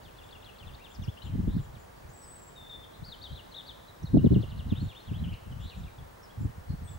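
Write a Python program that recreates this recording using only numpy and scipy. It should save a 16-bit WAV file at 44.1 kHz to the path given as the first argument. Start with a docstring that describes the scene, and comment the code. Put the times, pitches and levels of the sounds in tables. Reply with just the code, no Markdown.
"""Small songbirds in the trees around an open field: falling warbles, thin high whistles, a few buzzes.
Each note is one gliding, nearly pure tone, scattered back by trunks and leaves. The near singers sit
a little left of the microphone, others deep in the wood. Gusts tumble over the microphone ports of a
hand-held camera, whose body thumps twice and whose limiter ducks at the strongest buffets.
Behind it all lie distant air, hiss and a faint whine from the electronics."""
import sys
import numpy as np
from scipy import signal
from scipy.fft import rfft, irfft
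from scipy.io import wavfile
from scipy.ndimage import uniform_filter1d, map_coordinates

SR = 44100
rng = np.random.default_rng(int(sys.argv[2]) if len(sys.argv) > 2 else 0)


def output_pcm(signal):
    """Save a mono or channel-first signal as 16-bit PCM at the path in sys.argv[1].

    Samples are clipped to [-1, 1] before scaling.
    """
    pcm = np.clip(np.atleast_2d(signal).T, -1, 1) * 32767
    wavfile.write(sys.argv[1], SR, np.round(pcm).astype(np.int16))


N = 307818
TIME = np.arange(N) / SR


def undb(db):
    """Decibels to gain."""
    return 10 ** (np.asarray(db) / 20)


def colour(x, points):
    """Filter by a spectrum of (Hz, dB) points."""
    hz, db = np.transpose(points)
    bins = np.maximum(np.fft.rfftfreq(x.shape[-1], 1 / SR), 1)
    return irfft(rfft(x) * undb(np.interp(np.log(bins), np.log(hz), db)), x.shape[-1])


def band(x, low_hz, high_hz):
    """Band-pass."""
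    return signal.sosfilt(signal.butter(3, [low_hz, high_hz], "band", fs=SR, output="sos"), x)


def walk(rate_hz, size=N):
    """Smooth random drift with a spread of about 1."""
    place = np.arange(size) * rate_hz / SR
    return map_coordinates(rng.standard_normal(int(place[-1]) + 3), [place], order=3, mode="nearest")


def add(track, start, sound):
    """Mix a sound into a track at a time in seconds."""
    i = max(int(start * SR), 0)
    track[i:i + len(sound)] += sound[:max(N - i, 0)]


def air(midband_db=-59, swell_db=-0.07):
    """The bed of the place: a steady wash of far wind, with the recorder's hiss on top."""
    # Each row: frequency in Hz, relative noise density in dB.
    spectrum = [(18, -27), (30, -30), (89, 0.5), (296, -10.5), (497, -9.5), (794, -11), (881, -10),
                (1030, -11), (1170, -12), (1270, -14), (1780, -16.5), (2370, -23.5), (3320, -25),
                (4650, -27), (15000, -33)]
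    # Stereo width. Each row: frequency in Hz, side minus mid in dB.
    width = [(60, -47), (200, -0.5), (380, 3.5), (700, 4), (1290, -1), (2380, 1.5), (4400, -3),
             (8120, -7.5), (15000, -16)]
    mid, side = colour(rng.standard_normal((2, N)), spectrum)
    side = colour(side, width)
    wash = np.array([mid + side, mid - side]) / band(mid, 500, 2000).std()
    return wash * undb(midband_db + swell_db * walk(2.73))


def whine():
    """Thin steady tones from the camera's electronics, alike in both channels."""
    # Each row: frequency in Hz, level in dB, frequency wander in Hz.
    tones = [(13200, -85.5, 23), (15625, -74, 3)]
    out = np.zeros(N)
    for hz, db, wander_hz in tones:
        phase = 2 * np.pi * np.cumsum(hz + wander_hz * walk(80)) / SR
        out += np.sqrt(2) * undb(db) * np.sin(phase)
    return out


def thumps(rise_s=0.00375):
    """Dull knocks on the camera body that die within a few hundredths of a second."""
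    # Each row: start in seconds, level at the crest in dB.
    knocks = [(4.165, -26), (4.432, -36.5)]
    # Each row: frequency in Hz, relative noise density in dB.
    spectrum = [(60, -16), (300, 4), (600, 0.5), (1000, -26), (3000, -43), (9000, -55)]
    envelope = np.zeros(N)
    age = TIME[:SR // 10] / rise_s
    for start, db in knocks:
        add(envelope, start, undb(db) * age * np.exp(1 - age))
    body = colour(rng.standard_normal((2, N)), spectrum)
    return envelope * body / body.std()


def flow(breeze_db=-58, swell_db=2.5, attack_s=0.016, release_s=0.02):
    """Force of the air at the microphone: a light breeze, and gusts that build, hold and die away."""
    # Each row: start of the hold in seconds, its length in seconds, relative level in dB.
    gusts = [(.63, .12, -45.5), (0.978, .1, -43), (1.241, .05, -42), (1.31, .29, -31.5), (1.651, .15, -47),
             (2.041, 0.052, -48), (2.774, 0.041, -51), (2.999, 0.098, -49), (3.316, 0.0253, -40),
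             (4.029, .09, -42), (4.146, 0.045, -21.5), (4.2, 0.09, -28), (4.315, 0.067, -19),
             (4.414, 0.23, -39), (4.668, 0.2, -34), (5.097, 0.23, -34), (5.479, .18, -39.5),
             (5.762, .1, -40), (5.99, 0.056, -45), (6.389, .085, -34.5), (6.581, 0.031, -44),
             (6.696, 0.056, -34), (6.802, 0.047, -38.5), (6.899, .08, -46.5)]
    force = undb(breeze_db + swell_db * walk(7))
    for start, hold, db in gusts:
        before = np.maximum(start - TIME, 0) / attack_s
        after = np.maximum(TIME - start - hold, 0) / release_s
        force = np.maximum(force, undb(db) * np.exp(-np.minimum(before + after, 20)))
    return force


def wind(gust_db=-0.29, lumpy_db=3.0, eddy_db=-5.0, rise_s=0.009, strong_db=-20, even_s=0.027):
    """Turbulence is carried past the microphone ports: faster air is both louder and higher."""
    # The strongest single eddies. Each row: start in seconds, relative peak in dB.
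    eddies = [(.983, -26.5), (1.075, -22.5), (1.344, -19.5), (1.471, -16.5), (1.561, -20), (3.017, -28.5),
              (4.032, -24), (4.137, -10.5), (4.165, -6.5), (4.238, -9), (4.257, -9.5), (4.323, -13.5),
              (4.355, -11.5), (4.716, -15.5), (5.111, -21), (5.216, -23), (6.445, -20.5), (6.696, -22)]
    # Turbulence in a strong gust. Each row: frequency in Hz, relative noise density in dB.
    spectrum = [(15, -24), (35, -8), (70, -3), (140, 3.5), (230, -2.5), (370, -15), (500, -28), (700, -40),
                (1200, -63), (3000, -89)]
    # Big eddies cover both ports, small ones only one. Each row: frequency in Hz, side minus mid in dB.
    width = [(30, -12), (70, -9), (130, -6), (260, -2), (500, 2)]
    force = flow() * undb(gust_db + lumpy_db * walk(70))
    for start, db in eddies:
        age = np.maximum(TIME - start, 0) / rise_s
        force = np.maximum(force, undb(db + eddy_db) * (age * np.exp(1 - age)) ** 2)
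    speed = (force / undb(strong_db)) ** 0.23
    turbulence = colour(rng.standard_normal((2, N)), spectrum)
    # Evened out, so that the force of the air sets the loudness.
    window = int(even_s * SR) + 1
    turbulence /= np.sqrt(uniform_filter1d(uniform_filter1d(turbulence ** 2, window), window))
    place = np.cumsum(speed) % (N - 1)
    mid, side = (force * map_coordinates(part, [place], order=3) for part in turbulence)
    side = colour(side, width)
    return band(np.array([mid + side, mid - side]), low_hz=25, high_hz=SR / 4)


def thicket(song, t60):
    """No direct path: a short spray of reflections reaches the microphone, different on each side."""
    spray = rng.standard_normal((2, SR // 4)) * undb(-60 * TIME[:SR // 4] / t60)
    spray /= np.linalg.norm(spray, axis=1, keepdims=True)
    return signal.fftconvolve(song[None], spray, axes=1)[:, :N]


def trees(song, near_db=-6, near_t60=0.16, far_db=-2, far_t60=0.9, build_s=0.0058):
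    """Nearby trunks smear each note and the wood's edge returns a longer tail; both lose some treble."""
    t = TIME[:SR]
    near = rng.standard_normal((2, SR)) * undb(-60 * t / near_t60)
    far = rng.standard_normal((2, SR)) * undb(-60 * t / far_t60) * (1 - np.exp(-t / build_s))
    near, far = (tail / np.linalg.norm(tail, axis=1, keepdims=True) for tail in (near, far))
    echo = signal.fftconvolve(song[None], undb(near_db) * near + undb(far_db) * far, axes=1)[:, :N]
    return colour(echo, [(2000, -1), (3500, 0), (5000, -1), (8000, -5)])


def syrinx(hz, gain, edge_s, waver):
    """A bird's voice: one nearly pure tone with soft ends and a slightly unsteady pitch."""
    t = np.arange(len(hz)) / SR
    ends = np.sin(np.pi / 2 * np.clip(np.minimum(t, t[-1] - t) / edge_s, 0, 1))
    phase = 2 * np.pi * np.cumsum(hz * (1 + waver * walk(502, len(hz)))) / SR
    return np.sqrt(2) * gain * ends * np.sin(phase)


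def throat(hz, envelope, db, resonance_hz, q):
    """A note's gain, strongest where its pitch meets the throat's resonance, set to an rms level."""
    gain = envelope / np.hypot(1, q * (hz / resonance_hz - resonance_hz / hz))
    return undb(db) * gain / np.sqrt(np.mean(gain ** 2))


def slur(length, pitches, db, swell=0.29):
    """Pitch and gain of a note that arcs through its pitches and swells in the middle."""
    progress = np.linspace(0, 1, max(int(length * SR), 2))
    arc = np.polyfit(np.linspace(0, 1, len(pitches)), pitches, len(pitches) - 1)
    hz = np.polyval(arc, progress)
    envelope = 1 + swell * (2 * np.sin(np.pi * progress) - 1)
    return hz, throat(hz, envelope, db, resonance_hz=3380, q=2.1)


def far_birds(count=90, twitter_db=-75, spread_db=0.5, low_hz=1900, high_hz=6000):
    """Singers deep in the trees, heard only by reflection: thin raspy calls and faint random slurs."""
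    # Each row: start and length in seconds, first and last pitch in Hz, level at the bird in dB.
    calls = [(.018, 0.029, 4700, 4160, -66), (0.922, 0.026, 7400, 5600, -67), (1.012, .03, 6700, 5600, -69),
             (2.084, .03, 6330, 7500, -65), (2.932, .02, 3640, 4300, -60),
             (6.678, 0.051, 4340, 4310, -64.5)]
    # One bird repeats a thin "seep". Each row: start in seconds, level at the bird in dB.
    seeps = [(.21, -74), (.883, -70), (1.22, -70), (1.6, -69), (1.773, -71.5), (4.8, -69), (5.59, -70),
             (5.75, -73), (6.39, -70)]
    seep_s, seep_hz = 0.0615, (7440, 7000)
    song = np.zeros(N)
    for start, length, *pitches, db in calls + [(s, seep_s, *seep_hz, db) for s, db in seeps]:
        add(song, start, syrinx(*slur(length, pitches, db), edge_s=0.006, waver=0.04))
    for when, duration, height, glide, strength in rng.random((count, 5)):
        end_hz = low_hz * (high_hz / low_hz) ** height
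        pitches = [end_hz * (1.1 + 0.33 * glide), end_hz]
        note = slur(0.0108 + 0.0322 * duration, pitches, twitter_db + spread_db * (2 * strength - 1))
        add(song, when * N / SR, syrinx(*note, edge_s=0.003, waver=0.031))
    return thicket(song, t60=0.13) + trees(song)


def buzzes(flutter_hz=230, depth_hz=380):
    """Slurs whose pitch and strength are shaken a couple of hundred times a second."""
    # Each row: start and length in seconds, first, middle and last pitch in Hz, relative level in dB.
    notes = [(.946, 0.019, 5350, 5050, 4670, -62), (1.034, .024, 5980, 5150, 4600, -63),
             (1.235, 0.081, 3600, 2990, 2380, -64), (1.475, 0.1, 3012, 3650, 4343, -66.5),
             (1.569, 0.042, 4170, 3370, 3050, -66), (5.24, 0.031, 3000, 2590, 2380, -60),
             (5.31, 0.059, 2602, 2587, 2370, -59.5), (5.596, 0.12, 2950, 3520, 4070, -58),
             (5.691, 0.021, 4138, 3502, 2876, -55)]
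    out = np.zeros(N)
    for start, length, *pitches, db in notes:
        hz, gain = slur(length, pitches, db)
        rate_hz = flutter_hz * (1 + 0.187 * walk(103.5, len(hz)))
        flutter = np.sin(2 * np.pi * np.cumsum(rate_hz) / SR)
        buzz = syrinx(hz + depth_hz * flutter, gain * (1 + 0.31 * flutter), edge_s=0.0017, waver=0.027)
        add(out, start, buzz)
    return out


def twitters():
    """The opening run: the same four quick notes, over and over."""
    # Each row: time in seconds, pitch in Hz, relative level in dB.
    run = [(.049, 3300, -60), (.183, 3250, -59), (.321, 3341, -55), (.456, 3340, -54), (.596, 3240, -56.5)]
    # One twitter. Each row: delay and length in seconds, first, middle and last pitch ratio, gain in dB.
    figure = [(-.036, .018, 1.15, .97, 0.73, -9), (-.012, .008, 1.1, 1.3, 1.5, -5),
              (0, 0.022, 1.12, 1, 0.93, -0.5), (.03, 0.019, .89, .84, 0.705, -2.5)]
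    return [(start + delay, length, hz * np.array(ratios), db + note_db)
            for start, hz, db in run for delay, length, *ratios, note_db in figure]


def seesaws():
    """A long fall, a rise that levels off, then a softer high note."""
    # Each row: time of mid-fall and fall length in seconds, pitch in Hz, relative levels in dB of
    # the soft note, the fall and the rise.
    phrases = [(0.686, 0.049, 3168, -77, -61, -64), (0.861, 0.042, 3080, -77, -59, -62),
               (1.035, 0.036, 3070, -79, -58.5, -57.5), (4.714, 0.052, 3256, -57, -55.5, -53.5),
               (4.91, .05, 3134, -60.5, -56.5, -53.5), (5.094, 0.048, 2990, -60.5, -55.5, -53.5)]
    notes = []
    for middle, fall_s, hz, *levels in phrases:
        # Each part: centre after mid-fall and length in seconds, then three pitch ratios.
        soft = (0.097, 0.023, 1.17, 1.33, 1.31)
        fall = (0, fall_s, 1.27, 1, 0.72)
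        rise = (0.055, 0.0362, 0.82, 1.09, 1.16)
        for (delay, length, *ratios), db in zip((soft, fall, rise), levels):
            notes.append((middle + delay - length / 2, length, hz * np.array(ratios), db))
    return notes


def trill(start_s=4.171, period_s=0.0836, count=6, tick_s=0.027, flick_s=0.016, lead_s=0.017):
    """Evenly spaced, steeply falling ticks; before each the bird flicks its pitch upward."""
    tick_hz, tick_db = (4430, 3310, 2890, 2660), -55
    flick_hz, flick_db = (3700, 4650), -65
    starts = start_s + period_s * np.arange(count)
    ticks = [(start, tick_s, tick_hz, tick_db) for start in starts]
    flicks = [(start - lead_s, flick_s, flick_hz, flick_db) for start in starts]
    return ticks + flicks


def single_calls(fall_sag=0.08, rise_arch=0.281):
    """Lone slurs that move fast at first and then ease: falls sag, rises arch."""
    # Each row: start and length in seconds, first and last pitch in Hz, relative level in dB.
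    calls = [(.233, 0.019, 3904, 3200, -61.5), (.746, 0.011, 5000, 3570, -62),
             (0.784, .054, 1890, 2750, -65), (1.169, 0.022, 2540, 3180, -59),
             (1.215, .016, 2730, 3090, -58), (1.219, 0.017, 3570, 4200, -57.5),
             (1.263, 0.012, 2700, 3140, -58), (1.648, .012, 2420, 3460, -64), (1.742, .04, 4770, 1990, -66),
             (2.205, .065, 6200, 4950, -68), (2.417, 0.026, 7540, 7200, -57.5),
             (2.471, .022, 7450, 7580, -59), (2.831, 0.02, 3580, 3170, -58.5),
             (3.292, 0.02, 3310, 3100, -54.5), (3.323, 0.014, 3400, 4150, -56.5),
             (3.514, .018, 4700, 4150, -56.5), (3.875, 0.031, 4108, 3790, -61),
             (4.026, 0.016, 6500, 5170, -63.5), (4.055, 0.028, 4400, 3762, -56),
             (5.237, 0.017, 3365, 2750, -56), (5.266, 0.042, 2274, 3140, -56.5),
             (5.322, 0.028, 2304, 3097, -56.5), (5.332, 0.016, 5100, 3540, -62),
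             (5.513, 0.02, 3350, 2940, -58), (5.713, 0.031, 3066, 2300, -57),
             (5.832, .017, 4080, 3240, -58.5), (5.86, 0.046, 2920, 1960, -64),
             (5.982, 0.017, 3560, 3250, -61), (6.226, 0.038, 5754, 5100, -66),
             (6.293, 0.021, 2846, 3280, -60.5), (6.835, 0.12, 8600, 7540, -64),
             (6.874, 0.024, 3330, 3570, -61.5)]
    notes = []
    for start, length, first_hz, last_hz, db in calls:
        bow = rise_arch if last_hz > first_hz else fall_sag
        middle_hz = (first_hz + last_hz) / 2 + (last_hz - first_hz) * bow
        notes.append((start, length, (first_hz, middle_hz, last_hz), db))
    return notes


def chirps(gain_db=-0.2, quiver_db=2.5, vary_pitch=0.015, vary_db=1.0):
    """Quick slurs strung into songs; no two notes come out quite alike."""
    out = np.zeros(N)
    for start, length, pitches, db in twitters() + seesaws() + trill() + single_calls():
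        sharp, loud = rng.standard_normal(2)
        hz, gain = slur(length, np.array(pitches) * (1 + vary_pitch * sharp), db + vary_db * loud)
        quiver = undb(quiver_db * walk(290, len(hz)))
        add(out, start, syrinx(hz, gain * quiver, edge_s=0.0013, waver=0.016))
    return undb(gain_db) * out


def thin_phrase(flick_at_s=2.273, period_s=0.0425, width_s=0.006, flick_hz=485, quiver_db=2.5):
    """A very high winding whistle with three evenly spaced upward flicks."""
    # Each row: time in seconds, pitch in Hz, relative level in dB.
    contour = [(2.127, 8400, -65), (2.15, 7850, -58), (2.175, 7470, -58), (2.192, 8060, -55),
               (2.255, 7920, -53.5), (2.35, 7820, -54), (2.375, 7900, -57.5), (2.405, 7400, -61)]
    times, pitches, levels = np.transpose(contour)
    t = np.arange(times[0], times[-1], 1 / SR)
    flicks = sum(np.exp(-((t - flick_at_s - k * period_s) / width_s) ** 2) for k in range(3))
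    hz = np.interp(t, times, pitches) + flick_hz * flicks
    gain = undb(np.interp(t, times, levels) + quiver_db * walk(122, len(t)))
    out = np.zeros(N)
    add(out, times[0], syrinx(hz, gain, edge_s=0.003, waver=0.0074))
    return out


def held_whistles(held_hz=3555, slide_share=0.1702, quiver_db=2.0):
    """Notes that start a little sharp, slide down on to one pitch and quiver in strength."""
    # Each row: start and length in seconds, slide in Hz, relative level in dB.
    notes = [(2.557, 0.1286, 328, -54), (2.692, .076, 120, -46.5), (2.789, 0.046, 50, -60)]
    out = np.zeros(N)
    for start, length, slide_hz, db in notes:
        t = TIME[:int(length * SR)]
        hz = held_hz + slide_hz * np.exp(-t / (slide_share * length))
        gain = undb(db + quiver_db * walk(217, len(t)))
        add(out, start, syrinx(hz, gain, edge_s=0.0096, waver=0.012))
    return out


def warbles(swoop_s=0.021, swoop_from=0.72, dip_ratio=0.89, dip_share=0.6204, quiver_db=2.2):
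    """The loud singer: pitch swoops up, bounces down over a few crests and falls away."""
    # Each row: time of the first crest in seconds, number of crests, their spacing in seconds, first
    # and last crest in Hz, fall length in seconds, end pitch in Hz, relative level in dB.
    phrases = [(3.057, 3, 0.026, 5080, 4500, 0.043, 3024, -50.5),
               (3.232, 2, 0.017, 4790, 4050, 0.03, 3050, -47.5),
               (3.362, 1, .02, 4130, 4150, .052, 2650, -53.5),
               (3.558, 3, .023, 4134, 3710, 0.012, 2970, -46),
               (3.671, 1, 0.025, 4750, 4750, .05, 3084, -49.5)]
    glide_samples = int(0.0022 * SR) + 1  # rounds off the turns in pitch
    out = np.zeros(N)
    for start, crests, crest_s, first_hz, last_hz, fall_s, end_hz, db in phrases:
        tops = np.linspace(first_hz, last_hz, crests)
        turns = [(-swoop_s, swoop_from * first_hz), (0, first_hz)]
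        for k, top in enumerate(tops[1:]):
            turns += [((k + dip_share) * crest_s, dip_ratio * top), ((k + 1) * crest_s, top)]
        last_s = turns[-1][0]
        t = np.arange(-swoop_s, last_s + fall_s, 1 / SR)
        fallen = 1 - (1 - np.clip((t - last_s) / fall_s, 0, 1)) ** 1.5
        contour = np.interp(t, *np.transpose(turns)) + (end_hz - tops[-1]) * fallen
        hz = uniform_filter1d(contour, glide_samples)
        quiver = undb(quiver_db * walk(128, len(t)))
        onset = np.interp(t, [-swoop_s, 0], [0.42, 1])
        gain = throat(hz, quiver * onset, db, resonance_hz=3600, q=4.1)
        add(out, start - swoop_s, syrinx(hz, gain, edge_s=0.0056, waver=0.012))
    return out


def near_birds(twig_db=-7.5, twig_t60=0.066):
    """The near singers, a little left of the microphone: chirpers in the leaves, whistlers in the open."""
    # Each row: time in seconds, relative lean to the left (0 is straight ahead).
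    bearing = [(0.0, 1.5), (0.21, 3.5), (1.3, 7), (1.32, 6), (2.1, 1), (3.69, 3), (3.85, 0.5), (6.98, 2.5)]
    hidden = chirps() + buzzes()
    clear = warbles() + held_whistles() + thin_phrase()
    lean = np.array([[1], [-1]]) * np.interp(TIME, *np.transpose(bearing)) / 2
    scatter = undb(twig_db) * thicket(hidden + undb(-2) * clear, twig_t60)[0]
    direct = undb(1.0) * hidden + undb(-0.64) * clear + scatter
    echo = trees(undb(0.7) * hidden + undb(-4.0) * clear)
    # Much of the echo comes from the singers' side, so the channels share part of it.
    echo = 0.71 * echo + 0.28 * echo[::-1]
    return direct * undb(2.06 * lean - 2) + echo * undb(0.83 * lean)


def scene():
    """From the open field: birds near and far, wind and knocks at the camera, air and whine behind."""
    return near_birds() + far_birds() + wind() + thumps() + air() + whine()


def limiter(x, ceiling_db=-9, release_s=0.082):
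    """Peaks over the ceiling pull the gain down; it recovers gradually."""
    fade = np.exp(-TIME / release_s)
    held_peak = np.maximum.accumulate(np.abs(x).max(axis=0) / fade) * fade
    gain = np.minimum(1, undb(ceiling_db) / held_peak)
    return x * uniform_filter1d(gain, size=128)


def record(dry):
    """The camera limits the strongest buffets and cuts the top."""
    top_hz = 15800
    low_pass = signal.ellip(10, 0.1, 80, top_hz, fs=SR, output="sos")
    return signal.sosfilt(low_pass, limiter(dry))


dry = scene()
out = record(dry)
output_pcm(out)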